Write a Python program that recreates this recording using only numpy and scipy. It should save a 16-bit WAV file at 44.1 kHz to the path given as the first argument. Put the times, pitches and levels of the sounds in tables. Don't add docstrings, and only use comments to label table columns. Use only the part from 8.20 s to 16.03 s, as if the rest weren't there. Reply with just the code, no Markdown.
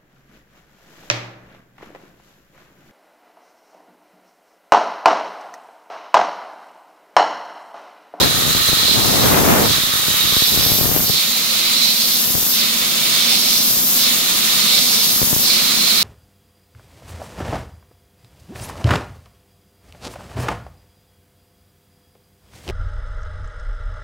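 import sys
import numpy as np
from scipy import signal
from scipy.fft import rfft, irfft, next_fast_len
from scipy.io import wavfile
from scipy.ndimage import uniform_filter1d

SR = 44100
rng = np.random.default_rng(int(sys.argv[2]) if len(sys.argv) > 2 else 0)


def digitize_waveform(pressure):
    field = np.atleast_2d(pressure).T
    bounded = np.clip(field, -1, 1)
    quanta = np.round(bounded * 32767).astype(np.int16)
    wavfile.write(sys.argv[1], SR, quanta)


N = 345285

# time_s, far
MIC_DISTANCE = [(0, 0.01), (1.5, 0.047), (2.2, 0.2), (3.0, 0.61), (4.3, 0.71), (5.2, 1), (6.6, 0.88),
                (7.83, 0.97)]
# freq_hz, correlation, left_lead_rad
STEREO_IMAGE = [(40, -0.66, -1.5), (119, 1, -2.5), (290, 0.95, 0), (650, 0.58, 0.35), (1490, -0.18, 0),
                (2660, 0.56, 0.5), (3700, 0.06, -2.5), (4370, 0.26, 1.85), (5800, 0.85, 1.5),
                (7460, 0.2, 3), (10200, 0.6, 2), (15000, 0.1, 4)]
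# freq_hz, left_db, right_db
DRONE_SPECTRUM = [(20, -82, -88), (60, -87, -87), (93, -73, -78), (112, -58, -57.5), (143, -60.5, -61.5),
                  (174, -54.5, -55), (198, -58, -58), (221, -51.5, -51), (244, -53.5, -53),
                  (290, -67, -65.5), (346, -60.5, -62), (420, -70.5, -70.5), (630, -65.5, -68.5),
                  (1010, -96, -81)]
# time_s, left_db, right_db
STRAY_DRAUGHT = [(0, -24.5, -28.5), (.55, -28, -39), (1.8, -33.5, -36), (2.85, -29.5, -50),
                 (2.96, -47, -58), (7.83, -93, -49)]
# peak_s, swell_s, fade_s, left_db, right_db
WORK_GUSTS = [(.03, .08, .05, -17.5, -20), (0.849, 0.13, 0.2, -18, -24), (1.18, 0.15, .13, -15, -16),
              (1.37, .09, .11, -15.5, -15.5), (2.45, .14, 0.17, -24.5, -37), (2.76, 0.14, 0.097, -21, -56),
              (4.18, .06, .06, -26, -48), (5.53, 0.029, .04, -34, -57), (7.09, 0.12, 0.13, -32, -54)]
# time_s, relative_db
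EDDY_THUMPS = [(0.059, -5), (0.279, -9), (0.35, -6), (0.53, -3), (1.582, -10), (1.942, -13), (2.124, -10),
               (2.167, -3.5), (2.222, -7), (2.375, -4), (2.463, -8), (2.518, -2), (2.611, -3), (2.656, -6),
               (2.715, -6), (2.764, -3), (2.794, -11), (2.898, -5.5), (4.153, -9), (4.179, -15),
               (7.017, -4), (7.029, -6), (7.129, -3.5), (7.164, -7)]
# freq_hz, relative_db
HOLLOW_SPECTRUM = [(800, -30), (1080, -8), (1170, -1), (1340, -2), (1420, -14), (1490, -1), (1620, -10),
                   (1850, -1), (2200, -20), (5000, -45)]
# freq_hz, width_hz, relative_db
CABINET_RINGS = [(2310, 190, -16.5), (4200, 82, -9), (4350, 46, -10.5), (5230, 160, -11)]
# start_s, pause_s, bore_db, bore_hz, graze_db, hollow_db, hiss_db, ring_hz, ring_width_hz, ring_db
TOOL_STROKES = [(-0.125, 0.11, .3, 3900, -.5, 5, 1, 4095, 44.7, -6),
                (1.365, 0.21, 0.4, 3820, 1, 4.5, 0.6, 3740, 220, -7.5),
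                (2.8, 0.15, 1, 4050, -0.5, -4, 0.1, 4040, 70, -9),
                (4.25, .18, -0.5, 3830, 1.2, -1.5, 1, 3576, 40, -6.5),
                (5.7, .16, 0.4, 3830, 0.7, -0.5, 2.6, 3690, 55, -9),
                (7.16, 0.14, 3, 4060, 2, 0, 2, 4080, 55, -9)]
# height, bore_db, roar_db, graze_db, sizzle_db, hollow_db
LEVELS_BY_HEIGHT = [(0, -38.5, -39.5, -30, -19, -41), (.12, -29, -37.5, -27, -19, -35),
                    (.22, -23, -35.5, -24.5, -18.5, -45), (.36, -21, -31.5, -21.5, -22.5, -34),
                    (.46, -22, -34, -26, -24, -42), (.55, -16.5, -27.5, -23, -26, -39),
                    (.67, -18.5, -29.5, -28, -29.5, -32), (.84, -20.5, -28, -29, -26.5, -34),
                    (1, -22.5, -30.5, -30, -27.5, -33.5)]
# freq_hz, left_db, right_db
HISS_SPECTRUM = [(400, -72, -75.5), (950, -66.5, -69), (1240, -67, -70.5), (1680, -68.5, -75.5),
                 (2360, -73, -70.5), (3630, -58.5, -61), (4250, -66, -64), (4823, -89, -63),
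                 (6120, -60, -59), (6860, -62.5, -56.5), (8340, -61, -69), (10000, -61.5, -64),
                 (11800, -61, -61), (15700, -64, -64)]
ROAR_SPECTRUM = [(199.6, -39, -30), (596, -11, -6.5), (1000, -10, -12.5), (1300, 0.5, -6), (1750, -10, -7),
                 (2160, 3, 2), (2900, 2.5, 0.5), (3430, -2.5, 5), (5000, -24, 0), (9000, -31, -43),
                 (16000, -4.5, -21)]
GRAZE_SPECTRUM = [(2440, -12, -14), (4140, 1, 3), (4970, 0.5, 9.5), (5270, 4.5, 6), (6320, -3.5, 1.5),
                  (6900, -23, -21), (8550, 0, -2.5), (11000, -19, -19), (16000, -22, -26)]
# time_s, correlation, gain_db, crest_share_db
RIM_FACING = [(0, -.8, 2, -8), (1.4, -.45, -2.5, -6), (2.25, .85, 3.5, -3.5), (2.8, .6, -.5, -3),
              (3.4, -.1, -1.5, -13), (4.3, .4, 0, -10), (4.9, -0.46, 1, -13), (5.6, -.35, 2.5, -8),
              (6.3, .2, 0, -12), (7.83, -0.47, 0.5, -14)]

LIFT_S, STROKE_S, SETTLE_S = 0.28, 1.381, 0.06
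BORE_DROP_HZ = 120
CREST_HZ, CREST_DROP_HZ, CREST_DROP_HEIGHT = 13150, 1150, 0.27
DRONE_FAR_DB, ROAR_FAR_DB, GRAZE_FAR_DB, RINGS_FAR_DB = 9, 2, 3.5, 20
RING_GROWTH_DB_PER_DB, RING_PIVOT_DB = 0.26, -21
CUTOFF_HZ = 15750


def from_db(db):
    return 10 ** (np.asarray(db) / 20)


def unit_rms(x):
    return x / np.sqrt(np.mean(x ** 2) + 1e-20)


def over_time(rows):
    time_s, *columns = np.transpose(rows)
    return [np.interp(np.arange(N) / SR, time_s, column) for column in columns]


def over_hz(rows, hz):
    knots_hz, *columns = np.transpose(rows)
    return np.array([np.interp(np.log(hz + 1), np.log(knots_hz), column) for column in columns])


def drift(rate_hz, hop=40):
    pole = np.exp(-2 * np.pi * rate_hz * hop / SR)
    white = rng.standard_normal(N // hop + 2002)
    slow = signal.lfilter([1], [1, -2 * pole, pole * pole], white)[2000:]
    return np.interp(np.arange(N) / hop, np.arange(len(slow)), unit_rms(slow))


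def stereo(mid, side, correlation):
    correlation = np.clip(correlation, -.98, .98)
    return (np.sqrt(1 + correlation) * mid + np.sqrt(1 - correlation) * side * [[1], [-1]]) / np.sqrt(2)


def butter(x, hz, kind, order):
    return signal.sosfilt(signal.butter(order, hz, kind, fs=SR, output="sos"), x + 1e-18)


def resonator(hz, width_hz):
    r = np.exp(-np.pi * width_hz / SR)
    return np.array([1, 0, -1]) * (1 - r * r) / 2, [1, -2 * r * np.cos(2 * np.pi * hz / SR), r * r]


def coloured_noise(spectrum):
    size = next_fast_len(N, True)
    hz = np.fft.rfftfreq(size, 1 / SR)
    correlation, lead_rad = over_hz(STEREO_IMAGE, hz)
    mid, side = rfft(rng.standard_normal((2, size)))
    white = stereo(mid, side, correlation) * np.exp(.5j * lead_rad * [[1], [-1]])
    return irfft(white * from_db(over_hz(spectrum, hz)), size)[:, :N] * np.sqrt(SR / 2)


def ringing_noise(hz, width_hz):
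    narrow = signal.lfilter(*resonator(hz, width_hz), rng.standard_normal((2, N)))
    return unit_rms(signal.lfilter(*resonator(hz, 4 * width_hz), narrow))


def gliding_noise(hz, width_hz, block=512):
    out, state = rng.standard_normal((2, N)), np.zeros((2, 2, 2))
    for i in range(0, N, block):
        section = np.concatenate(resonator(hz[i], width_hz))
        out[:, i:i + block], state = signal.sosfilt([section, section], out[:, i:i + block], zi=state)
    return unit_rms(out)


def machine_drone(far):
    return coloured_noise(DRONE_SPECTRUM) * from_db(DRONE_FAR_DB * (np.minimum(far / .87, 1) - 1))


def draught_db():
    t = np.arange(N) / SR
    power = from_db(over_time(STRAY_DRAUGHT)) ** 2
    for peak_s, swell_s, fade_s, left_db, right_db in WORK_GUSTS:
        gust = np.exp(-((t - peak_s) / np.where(t < peak_s, swell_s, fade_s)) ** 2)
        power += gust * from_db([[left_db], [right_db]]) ** 2
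    return 10 * np.log10(power)


def port_pulses(clicks, body_hz, front_hz):
    decays = butter(clicks, body_hz, "low", order=1)
    pulses = butter(decays, front_hz, "low", order=1)
    return butter(pulses, 82, "high", order=2)


def strong_eddies():
    time_s, relative_db = np.transpose(EDDY_THUMPS)
    clicks = np.zeros(N)
    clicks[(time_s * SR).astype(int)] = from_db(relative_db) * rng.choice([-1, 1], len(time_s))
    return port_pulses(clicks, body_hz=158, front_hz=2000) * from_db([[39], [17]])


def buffeting(saturation=.6):
    level_db = draught_db() + 1.2 * drift(11)
    eddies_per_s = np.clip(2000 * from_db(2.3 * (level_db + 16)), 48, 6000)
    arrivals = rng.random((2, N)) < eddies_per_s / SR
    sizes = from_db(4.8 * np.clip(rng.standard_normal((2, N)), -2, 1))
    clicks = arrivals * sizes * rng.choice([-1, 1], (2, N)) / np.sqrt(eddies_per_s)
    soft = unit_rms(port_pulses(clicks, body_hz=131, front_hz=1370))
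    sharp = unit_rms(port_pulses(clicks, body_hz=465, front_hz=5000))
    sharpness = np.clip((level_db + 25.5) / 10, 0, 1)
    pressure = (soft + sharpness * (sharp - soft)) * from_db(level_db + 2.5) + strong_eddies()
    return butter(saturation * np.tanh(pressure / saturation), 22, "high", order=2)


def hollow_note(level_db):
    return unit_rms(coloured_noise(HOLLOW_SPECTRUM)) * from_db(level_db + 1.1 * drift(8))


def thin_rings(bore_db, far):
    t = np.arange(N) / SR
    rings = sum(ringing_noise(hz, width_hz) * from_db(db) for hz, width_hz, db in CABINET_RINGS)
    rings *= from_db(RINGS_FAR_DB * (far - 1))
    for start_s, *_, hz, width_hz, ring_db in TOOL_STROKES:
        swell = np.interp(t - start_s, [0, LIFT_S, .85, STROKE_S], [0, 1, 1, 0])
        rings += ringing_noise(hz, width_hz) * swell * from_db(ring_db)
    growth_db = RING_GROWTH_DB_PER_DB * (bore_db - RING_PIVOT_DB)
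    return rings * from_db(bore_db + growth_db + [[-3.5], [1.5]])


def cabinet_echoes(x, far, echo_db=-16.5, fade_db_per_s=280, count=18):
    n = np.arange(N)
    out, power = x.copy(), 1
    echoes = rng.uniform([.001, -1.02, -1.02, -1.03], [.016, 0.98, 0.95, 0.93], (count, 4))
    for delay_s, travel, *port_skews in echoes:
        gain = from_db(echo_db - fade_db_per_s * delay_s)
        lag_samples = (delay_s + 0.00069 * travel * far) * SR
        for port, skew in enumerate(port_skews):
            out[port] += gain * np.interp(n - lag_samples - 15 * skew, n, x[port], left=0)
        power += gain ** 2
    return out / np.sqrt(power)


def tool_height():
    t, height = np.arange(N) / SR, 0
    for start_s, pause_s, *_ in TOOL_STROKES:
        lift = (1 - np.cos(np.pi * np.clip((t - start_s) / LIFT_S, 0, 1))) / 2
        feed = np.interp(t - start_s, [LIFT_S + pause_s, STROKE_S], [0, 1])
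        height = height + lift - feed
    return height


def flow_levels_db(height):
    heights, *columns = np.transpose(LEVELS_BY_HEIGHT)
    power = from_db([np.interp(height, heights, column) for column in columns]) ** 2
    return 10 * np.log10(uniform_filter1d(power, int(SETTLE_S * SR), mode="nearest"))


def stroke_settings():
    hold_s = (LIFT_S / 2, STROKE_S - LIFT_S)
    return over_time([(start_s + after_s, *settings[:5])
                      for start_s, _, *settings in TOOL_STROKES for after_s in hold_s])


def rim_sizzle(level_db, height):
    correlation, facing_db, crest_db = over_time(RIM_FACING)
    plateau = butter(rng.standard_normal((2, N)), 10900, "high", order=10)
    plateau = butter(plateau, 15600, "low", order=5)
    plateau = stereo(*unit_rms(plateau), correlation) * from_db([[1.4], [-2]])
    crest_hz = CREST_HZ - CREST_DROP_HZ * np.minimum(height / CREST_DROP_HEIGHT, 1) + 60 * drift(8)
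    crest = stereo(*gliding_noise(crest_hz, width_hz=1000), correlation) * from_db([[-1.5], [1]])
    share = np.clip(from_db(crest_db), 0, .9)
    sizzle = np.sqrt(1 - share ** 2) * plateau + share * crest
    return sizzle * from_db(level_db + facing_db + 0.9 * drift(13))


def air_jet(hiss_db, roar_db, graze_db, far):
    roar_db = roar_db + 6 + ROAR_FAR_DB * (far - 1)
    graze_db = graze_db + 3.5 + GRAZE_FAR_DB * (far - 1)
    hiss = coloured_noise(HISS_SPECTRUM) * from_db(hiss_db + 0.89 * drift(19))
    roar = unit_rms(coloured_noise(ROAR_SPECTRUM)) * from_db(roar_db + 1.1 * drift(17))
    graze = unit_rms(coloured_noise(GRAZE_SPECTRUM)) * from_db(graze_db + 0.96 * drift(28))
    return hiss + roar + graze


def bore_tone(level_db, centre_hz, height, far):
    pitch_hz = centre_hz - BORE_DROP_HZ * (height - .5) + 45 * drift(6.8)
    core = gliding_noise(pitch_hz, width_hz=520) * from_db(-4.5 - 13 * far)
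    breath = gliding_noise(pitch_hz, width_hz=1550)
    whistle = stereo(*unit_rms(breath + core), correlation=0.23) * from_db([[-3.5], [1.5]])
    return whistle * from_db(level_db + 0.25 + .5 * drift(14))


def scene():
    (far,) = over_time(MIC_DISTANCE)
    height = tool_height()
    bore_db, roar_db, graze_db, sizzle_db, hollow_db = flow_levels_db(height)
    bore_trim_db, bore_hz, graze_trim_db, hollow_trim_db, hiss_db = stroke_settings()
    bore_db = bore_db + bore_trim_db
    nozzle = (air_jet(hiss_db, roar_db, graze_db + graze_trim_db, far)
              + bore_tone(bore_db, bore_hz, height, far)
              + rim_sizzle(sizzle_db, height))
    air = cabinet_echoes(nozzle, far)
    resonances = thin_rings(bore_db, far) + hollow_note(hollow_db + hollow_trim_db)
    return air + resonances + machine_drone(far) + buffeting()


def record(dry):
    low_pass = signal.ellip(12, .1, 80, CUTOFF_HZ, fs=SR, output="sos")
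    return signal.sosfilt(low_pass, np.clip(dry, -1, 1))


dry = scene()
out = record(dry)
digitize_waveform(out)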